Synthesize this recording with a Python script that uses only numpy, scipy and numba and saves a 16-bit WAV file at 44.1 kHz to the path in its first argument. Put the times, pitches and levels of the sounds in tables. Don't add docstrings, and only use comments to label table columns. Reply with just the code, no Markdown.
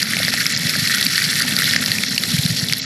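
import sys
import numpy as np
from scipy import signal
from scipy.fft import rfft, irfft
from scipy.io import wavfile
from scipy.ndimage import uniform_filter1d
from numba import njit

SR = 44100
rng = np.random.default_rng(int(sys.argv[2]) if len(sys.argv) > 2 else 0)


def digitize_waveform(pressure):
    field = np.atleast_2d(pressure).T
    bounded = np.clip(field, -1, 1)
    quanta = np.round(bounded * 32767).astype(np.int16)
    wavfile.write(sys.argv[1], SR, quanta)


def boost_factor(decibels):
    exponent = np.asarray(decibels, float) / 20
    return 10 ** exponent


N = 125685
TREBLE_HZ = 7720

# start_s, level_db
GUSTS = [
    (0.0, -32.5),
    (0.33, -31),
    (0.61, -33),
    (0.75, -30.5),
    (1.2, -29.5),
    (1.5, -28),
    (2.21, -32),
    (2.48, -28.5),
    (2.78, -33),
    (2.85, -33),
]
# frequency_hz, density_db_per_hz
WIND_COLOUR = [(15, -63), (25, -26), (48, -37.5), (104, -6.5), (150, -1.5), (247, -1), (340, -17),
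               (550, -18), (1150, -28.5), (1500, -40), (2530, -120)]
# time_s, peak_db, pitch_hz
WIND_KNOCKS = [(0.255, -22, 157), (0.409, -21, 162), (0.565, -23.5, 156), (1.07, -16, 223),
               (1.133, -22, 183), (1.281, -24, 170), (1.526, -16, 223), (1.581, -21.5, 133),
               (1.766, -19, 151), (1.807, -22, 200), (1.909, -20, 133), (2.116, -27, 180),
               (2.722, -20.5, 156), (0.658, -16, 151), (0.792, -17, 155), (0.829, -16, 135),
               (2.348, -9.5, 156), (2.395, -9, 135), (2.459, -6.5, 165), (2.509, -10.5, 145),
               (2.526, -15, 140), (2.635, -13, 149)]
# frequency_hz, density_db_per_hz
GROUND_COLOUR = [(740, -38.5), (1250, -13.5), (1850, -3), (2870, -9), (4100, -1), (5300, -0.5),
                 (6300, -8.5), (8530, -13.5), (10500, -10), (13000, -13)]
# start_s, level_db, dull_drop_weight_db
WATER_FLOW = [
    (0.0, -23.5, 5),
    (0.34, -20.5, 6),
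    (0.67, -21.5, 3.5),
    (0.91, -19.5, 5),
    (1.76, -20, 4.5),
    (2.02, -24, 1.5),
    (2.62, -21.5, -4),
    (2.85, -27, 0),
]
# time_s, peak_db, pitch_hz
LOW_GURGLES = [
    (0.166, -24.5, 700),
    (0.2, -18, 580),
    (0.279, -20, 544),
    (0.337, -19, 690),
    (0.757, -25, 600),
    (1.448, -27, 750),
    (1.588, -25, 460),
    (1.756, -23, 660),
    (1.88, -26, 690),
    (2.026, -31, 567),
]
# time_s, peak_db, pitch_hz
SPRAY_FLICKS = [(0.103, -12, 10800), (0.168, -18, 11500), (0.3044, -13, 10700), (0.399, -14, 12300),
                (0.412, -8, 12500), (0.5821, -19, 11900), (0.8086, -25, 11600), (0.9123, -10, 9970),
                (1.0119, -4.5, 10400), (1.0501, -2, 12200), (1.1463, -29, 10700), (1.1777, -22, 11700),
                (1.2246, -8, 10900), (1.3623, -13, 10300), (1.3976, -6, 11500), (1.417, -9, 10400),
                (1.5075, -12, 12100), (1.5609, -10, 12300), (1.5876, -1, 11800), (1.6202, -12, 11000),
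                (1.6415, -13, 9330), (1.6682, -10, 11300), (1.736, -8, 11800), (1.8582, -24, 11000),
                (1.8731, -17, 10100), (2.3057, -17, 11500), (2.388, -7, 10500), (2.7244, -9, 10200),
                (2.7681, -16, 11400), (2.7815, -7, 12100)]
# time_s, peak_db, centre_hz
FLAT_SLAPS = [
    (0.4658, -12, 3640),
    (2.0343, -7, 2940),
    (2.1782, -10, 3270),
    (2.7239, -3, 3800),
]
# time_s, peak_db, pitch_hz
STONE_SPLATS = [(0.0176, -12, 4250), (0.0282, -2, 4640), (0.168, -17, 5200), (0.2306, -8, 4370),
                (0.2485, -5, 4870), (0.287, -7, 4680), (0.3382, -7, 4370), (0.4658, -22, 5660),
                (0.4645, -1, 4800), (0.5626, -8, 5140), (0.5746, -8, 5060), (0.6939, -2.5, 5100),
                (0.76, -9, 4220), (0.7954, -10.5, 4530), (0.857, -11, 4900), (0.873, -6, 4200),
                (0.946, -4, 4570), (0.9826, -7.5, 4020), (1.0101, -5.5, 4130), (1.0264, -1, 4400),
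                (1.05, -19, 3960), (1.0651, 1.5, 4640), (1.146, -15, 4830), (1.1786, -4, 4710),
                (1.1995, -9, 4660), (1.2281, -9, 4070), (1.2405, -5, 4100), (1.299, -14, 5190),
                (1.3289, -10, 4670), (1.3546, -6, 5150), (1.4206, -2, 4560), (1.487, -16, 3970),
                (1.5094, -11.5, 3580), (1.5645, 1, 4600), (1.587, -4.5, 3960), (1.6104, -4.5, 4440),
                (1.6413, -2.5, 3650), (1.6676, -10, 4700), (1.709, -7, 3580), (1.735, -13, 4400),
                (1.7638, -3.5, 5210), (1.8598, -3.5, 5050), (1.9165, -10, 4230), (1.9167, -2, 4000),
                (2.0339, -9, 3400), (2.0632, -10, 3930), (2.162, -22, 3790), (2.1804, -5.5, 4230),
                (2.203, -34, 4400), (2.2209, -18, 4600), (2.236, -6, 4020), (2.266, -18, 4770),
                (2.4109, -8, 5250), (2.4611, -2, 4230), (2.591, -9, 4620), (2.6849, -8.5, 3780),
                (2.7337, -20, 3180), (2.7333, -1, 4650), (2.7696, -15, 4970), (2.817, -12, 4830)]
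# time_s, peak_db, pitch_hz
WATER_PLOPS = [(0.014, -13, 2100), (0.1338, -6.5, 1890), (0.1674, -8, 2230), (0.2292, -11, 2160),
               (0.281, -6.5, 1870), (0.368, -24, 1760), (0.4104, -9.5, 1740), (0.4559, -7.5, 2220),
               (0.617, -14, 1820), (0.702, -15, 1830), (0.7357, -11.5, 2120), (0.7519, -10.5, 1690),
               (0.85, -28, 1760), (0.862, -14, 1880), (0.8959, -9.5, 1800), (0.9557, -17, 1790),
               (0.9821, -11, 2270), (1.061, -11, 2250), (1.146, -16, 1840), (1.1781, -5.5, 1800),
               (1.2006, -11, 1960), (1.2163, -11, 2270), (1.258, -18, 1880), (1.2765, -12, 2060),
               (1.297, -20, 1800), (1.3294, -10, 1860), (1.4026, -14, 1520), (1.48, -20, 1860),
               (1.514, -28, 2030), (1.5863, -11, 2250), (1.6197, -5, 1810), (1.641, -22, 2170),
               (1.6726, -14, 2000), (1.6873, -12, 1930), (1.735, -6, 1830), (1.7613, 0, 1850),
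               (1.838, -12, 1830), (1.9163, -7, 1920), (1.9838, -7, 2400), (2.0359, -6, 2200),
               (2.1615, -17, 2450), (2.1782, -3, 2800), (2.2355, -20, 1240), (2.2349, -6, 2030),
               (2.335, -20, 1840), (2.381, -11.5, 2400), (2.462, -14, 1820), (2.5042, -20, 2340),
               (2.6967, -11, 2580), (2.7243, -4.5, 2150)]
# start_s, length_s, stray_side_level_db, treble_share_to_side (0-1)
SIDE_STRAYS = [
    (0.511, 0.028, -23, 0.2),
    (0.531, 0.042, -43, 0.73),
    (0.989, .05, -22, 0.06),
    (1.04, 0.022, -62, 0.07),
    (1.734, 0.042, -15, 0.08),
    (1.761, 0.049, -34, 0.57),
    (2.031, 0.052, -26.5, 0.1),
    (2.072, 0.03, -47, 0.4),
    (2.73, 0.037, -21, 0.06),
    (2.807, 0.08, -27, 0.6),
]
# start_s, length_s
TOP_OPENINGS = [
    (0.47, 0.049),
    (0.97, 0.125),
    (1.41, 0.012),
    (1.493, 0.028),
    (1.57, 0.07),
    (2.012, 0.035),
    (2.174, 0.032),
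    (2.722, 0.016),
    (2.78, 0.036),
]


def unit(x):
    return x / np.sqrt(np.mean(x ** 2))


def curve(table, column):
    p = np.array(table)
    return np.interp(np.arange(N) / SR, p[:, 0], p[:, column])


def walk(rate_hz):
    hold = int(SR / rate_hz)
    steps = np.repeat(rng.standard_normal(N // hold + 1), hold)
    return unit(uniform_filter1d(uniform_filter1d(steps, hold), hold)[:N])


def shape(x, points):
    p = np.array(points)
    db = np.interp(np.log(np.linspace(1, SR / 2, 4097)), np.log(p[:, 0]), p[:, 1])
    cepstrum = irfft(db * np.log(10) / 20)
    cepstrum[1:4096] *= 2
    cepstrum[4097:] = 0
    return signal.fftconvolve(x, irfft(np.exp(rfft(cepstrum))))[:N]


def cut(x, hz=1213):
    return signal.sosfilt(signal.butter(8, hz, "high", fs=SR, output="sos"), x)


def ground(x):
    return cut(shape(x, GROUND_COLOUR))


def wind():
    t = np.arange(N) / SR
    level_db = curve(GUSTS, 1) + 1.27 + 1.47 * walk(10.96)
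    x = unit(shape(rng.standard_normal(N), WIND_COLOUR)) * boost_factor(level_db)
    for at, db, hz in WIND_KNOCKS:
        cycle = (t - at) * hz
        x = x + boost_factor(db) * np.exp(-(cycle / 1.01) ** 2) * np.cos(2 * np.pi * cycle)
    return x


@njit
def splash(at, hz, cycles, burst, peak, noise):
    out, grain = np.zeros(len(noise)), np.zeros(2048)
    for e in range(len(at)):
        pole = np.exp(hz[e] / SR * (2j * np.pi - 1 / cycles[e]))
        start = int(at[e] * SR)
        n = min(int(8 * SR * (burst[e] + cycles[e] / hz[e])), 2048, len(out) - start)
        first, second, top = 0j, 0j, 1e-12
        for i in range(n):
            u = i / (burst[e] * SR)
            first = first * pole + u * np.exp(-u) * noise[start + i]
            second = second * pole + first
            grain[i] = second.real
            top = max(top, abs(grain[i]))
        for i in range(n):
            out[start + i] += grain[i] * peak[e] / top
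    return out


def splats(table, cycles, burst_s, spray_db, tick_db, crack_db=None):
    t, db, hz = np.array(table, float).T
    t = t + 0.0007
    x = splash(t, hz, cycles + 0 * t, burst_s + 0 * t, boost_factor(db), rng.standard_normal(N))
    at = (t * SR).astype(int)
    if crack_db is not None:
        crack = np.zeros(N)
        crack[at] = boost_factor(1.4 * db + crack_db) * np.sign(rng.standard_normal(len(t)))
        x = x + ground(crack)
    hit = np.zeros(N)
    hit[at] = boost_factor(db)

    def fade(seconds):
        return signal.lfilter([1], [1, -np.exp(-1 / (seconds * SR))], hit)

    envelope = boost_factor(spray_db) * fade(0.0035) + boost_factor(tick_db) * fade(0.00036)
    envelope = uniform_filter1d(envelope, size=30, origin=14)
    return x + envelope * unit(ground(rng.standard_normal(N)))


def gurgles():
    return splats(LOW_GURGLES, 0.62, 0.00068, spray_db=-12, tick_db=5)


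def rush():
    drops_per_s, middle_hz, octaves = 800, 3996, 1.154
    when, size, pitch_a, pitch_b, softness = rng.random((int(drops_per_s * N / SR), 5)).T
    peak = boost_factor(np.minimum(-4.5 * np.log(size), 9))
    hz = np.clip(middle_hz * 2 ** (2 * octaves * (pitch_a + pitch_b - .8)), 1300, 13000)
    burst_s = 0.00053 * (0.52 + 2 * softness)
    drops = splash(when * N / SR, hz, 0.7 + 0 * hz, burst_s, peak, rng.standard_normal(N))
    spec = rfft(drops)
    flat = irfft(spec / np.sqrt(uniform_filter1d(np.abs(spec) ** 2, size=1500) + 1e-9), N)
    mist = boost_factor(-1.5 + 2 * walk(150)) * rng.standard_normal(N)
    x = ground(boost_factor(-0.5) * unit(flat) + mist)
    tail = rng.standard_normal(2000) * np.exp(-np.arange(2000) / SR / 0.0041)
    tail = tail / np.sqrt(np.sum(tail ** 2))
    x = unit(x + boost_factor(-10.5) * signal.fftconvolve(x, tail)[:N])
    dull = signal.sosfilt(signal.butter(2, 2800, fs=SR, output="sos"), x)
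    x = x + (boost_factor(curve(WATER_FLOW, 2)) - 1) * dull
    return x * boost_factor(curve(WATER_FLOW, 1) + 1.0 + 1.4 * walk(60))


def flicks():
    return splats(SPRAY_FLICKS, 0.79, 0.00015, spray_db=-19, tick_db=-22)


def big_drops():
    plops = splats(WATER_PLOPS, 1.24, 0.00015, spray_db=-15.5, tick_db=-6, crack_db=16)
    spats = splats(STONE_SPLATS, 1.53, 0.00021, spray_db=-15.5, tick_db=-2.5, crack_db=-4)
    slaps = splats(FLAT_SLAPS, 0.65, 0.00017, spray_db=-15.5, tick_db=-2.5)
    return plops + spats + slaps


def scene():
    x = wind() + gurgles() + rush() + cut(big_drops() + flicks(), hz=1215)
    return np.array([x, x])


def duck(x):
    threshold_db, ratio, recovery_s = -10.5, 0.33, 0.028
    level = uniform_filter1d(np.abs(x), size=90, origin=44)
    over = np.maximum(level - boost_factor(threshold_db) / 2, 0)
    over = signal.lfilter([1 / (recovery_s * SR)], [1, -np.exp(-1 / (recovery_s * SR))], over)
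    return np.tanh(x / (1 + 40 * ratio * over))


def starve(x):
    f, _, z = signal.stft(x, SR, nperseg=2048)
    power = np.mean(np.abs(z[:1024].reshape(128, 8, -1)) ** 2, axis=1)
    power = np.repeat(power, 8, axis=0)
    z[:1024] *= (power > boost_factor(2 * -64.5)) | (f[:1024, None] < TREBLE_HZ)
    return signal.istft(z, SR)[1][:N]


def gate(start_s, length_s, ramp_s, offset=0):
    t = np.arange(N) / SR
    return np.clip(np.minimum(t - start_s, start_s + length_s - t) / ramp_s + offset, 0, 1)


def very_top(spec, hz):
    open_hz = 13500
    slope_db = -10 - np.maximum(hz - open_hz, 0) / 130
    top = irfft(spec * (hz > open_hz) * boost_factor(slope_db), N)
    return top * sum(gate(at, length, 0.003) for at, length in TOP_OPENINGS)


def low_pass(x):
    return signal.sosfilt(signal.butter(12, 15720, fs=SR, output="sos"), x)


def record(dry):
    mid = duck(dry[0])
    spec, hz = rfft(mid), np.arange(N // 2 + 1) * SR / N
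    top = very_top(spec, hz)
    spec = spec * boost_factor(-6.5 * np.exp(-((hz - 8700) / 200) ** 2))
    spec = spec * boost_factor(-7 * np.clip((hz - 13400) / 900 + 1, 0, 2.1))
    mid, treble = irfft(spec, N), irfft(spec * (hz > TREBLE_HZ), N)
    random_phase = np.exp(2j * np.pi * rng.random(len(spec)))
    hiss = unit(irfft(spec * random_phase, N)) * np.std(mid)
    stray, flip = 0, 0
    for at, length, db, share in SIDE_STRAYS:
        opening = gate(at, length, 0.004, offset=.5)
        stray = stray + boost_factor(db) * opening
        flip = flip + np.clip(share, 0, 1) * opening
    side = starve(stray * hiss + np.sqrt(flip.clip(0, 1)) * treble)
    mid = starve(mid - flip * treble) + top
    return low_pass(np.array([mid + side, mid - side]))


dry = scene()
out = record(dry)
digitize_waveform(out)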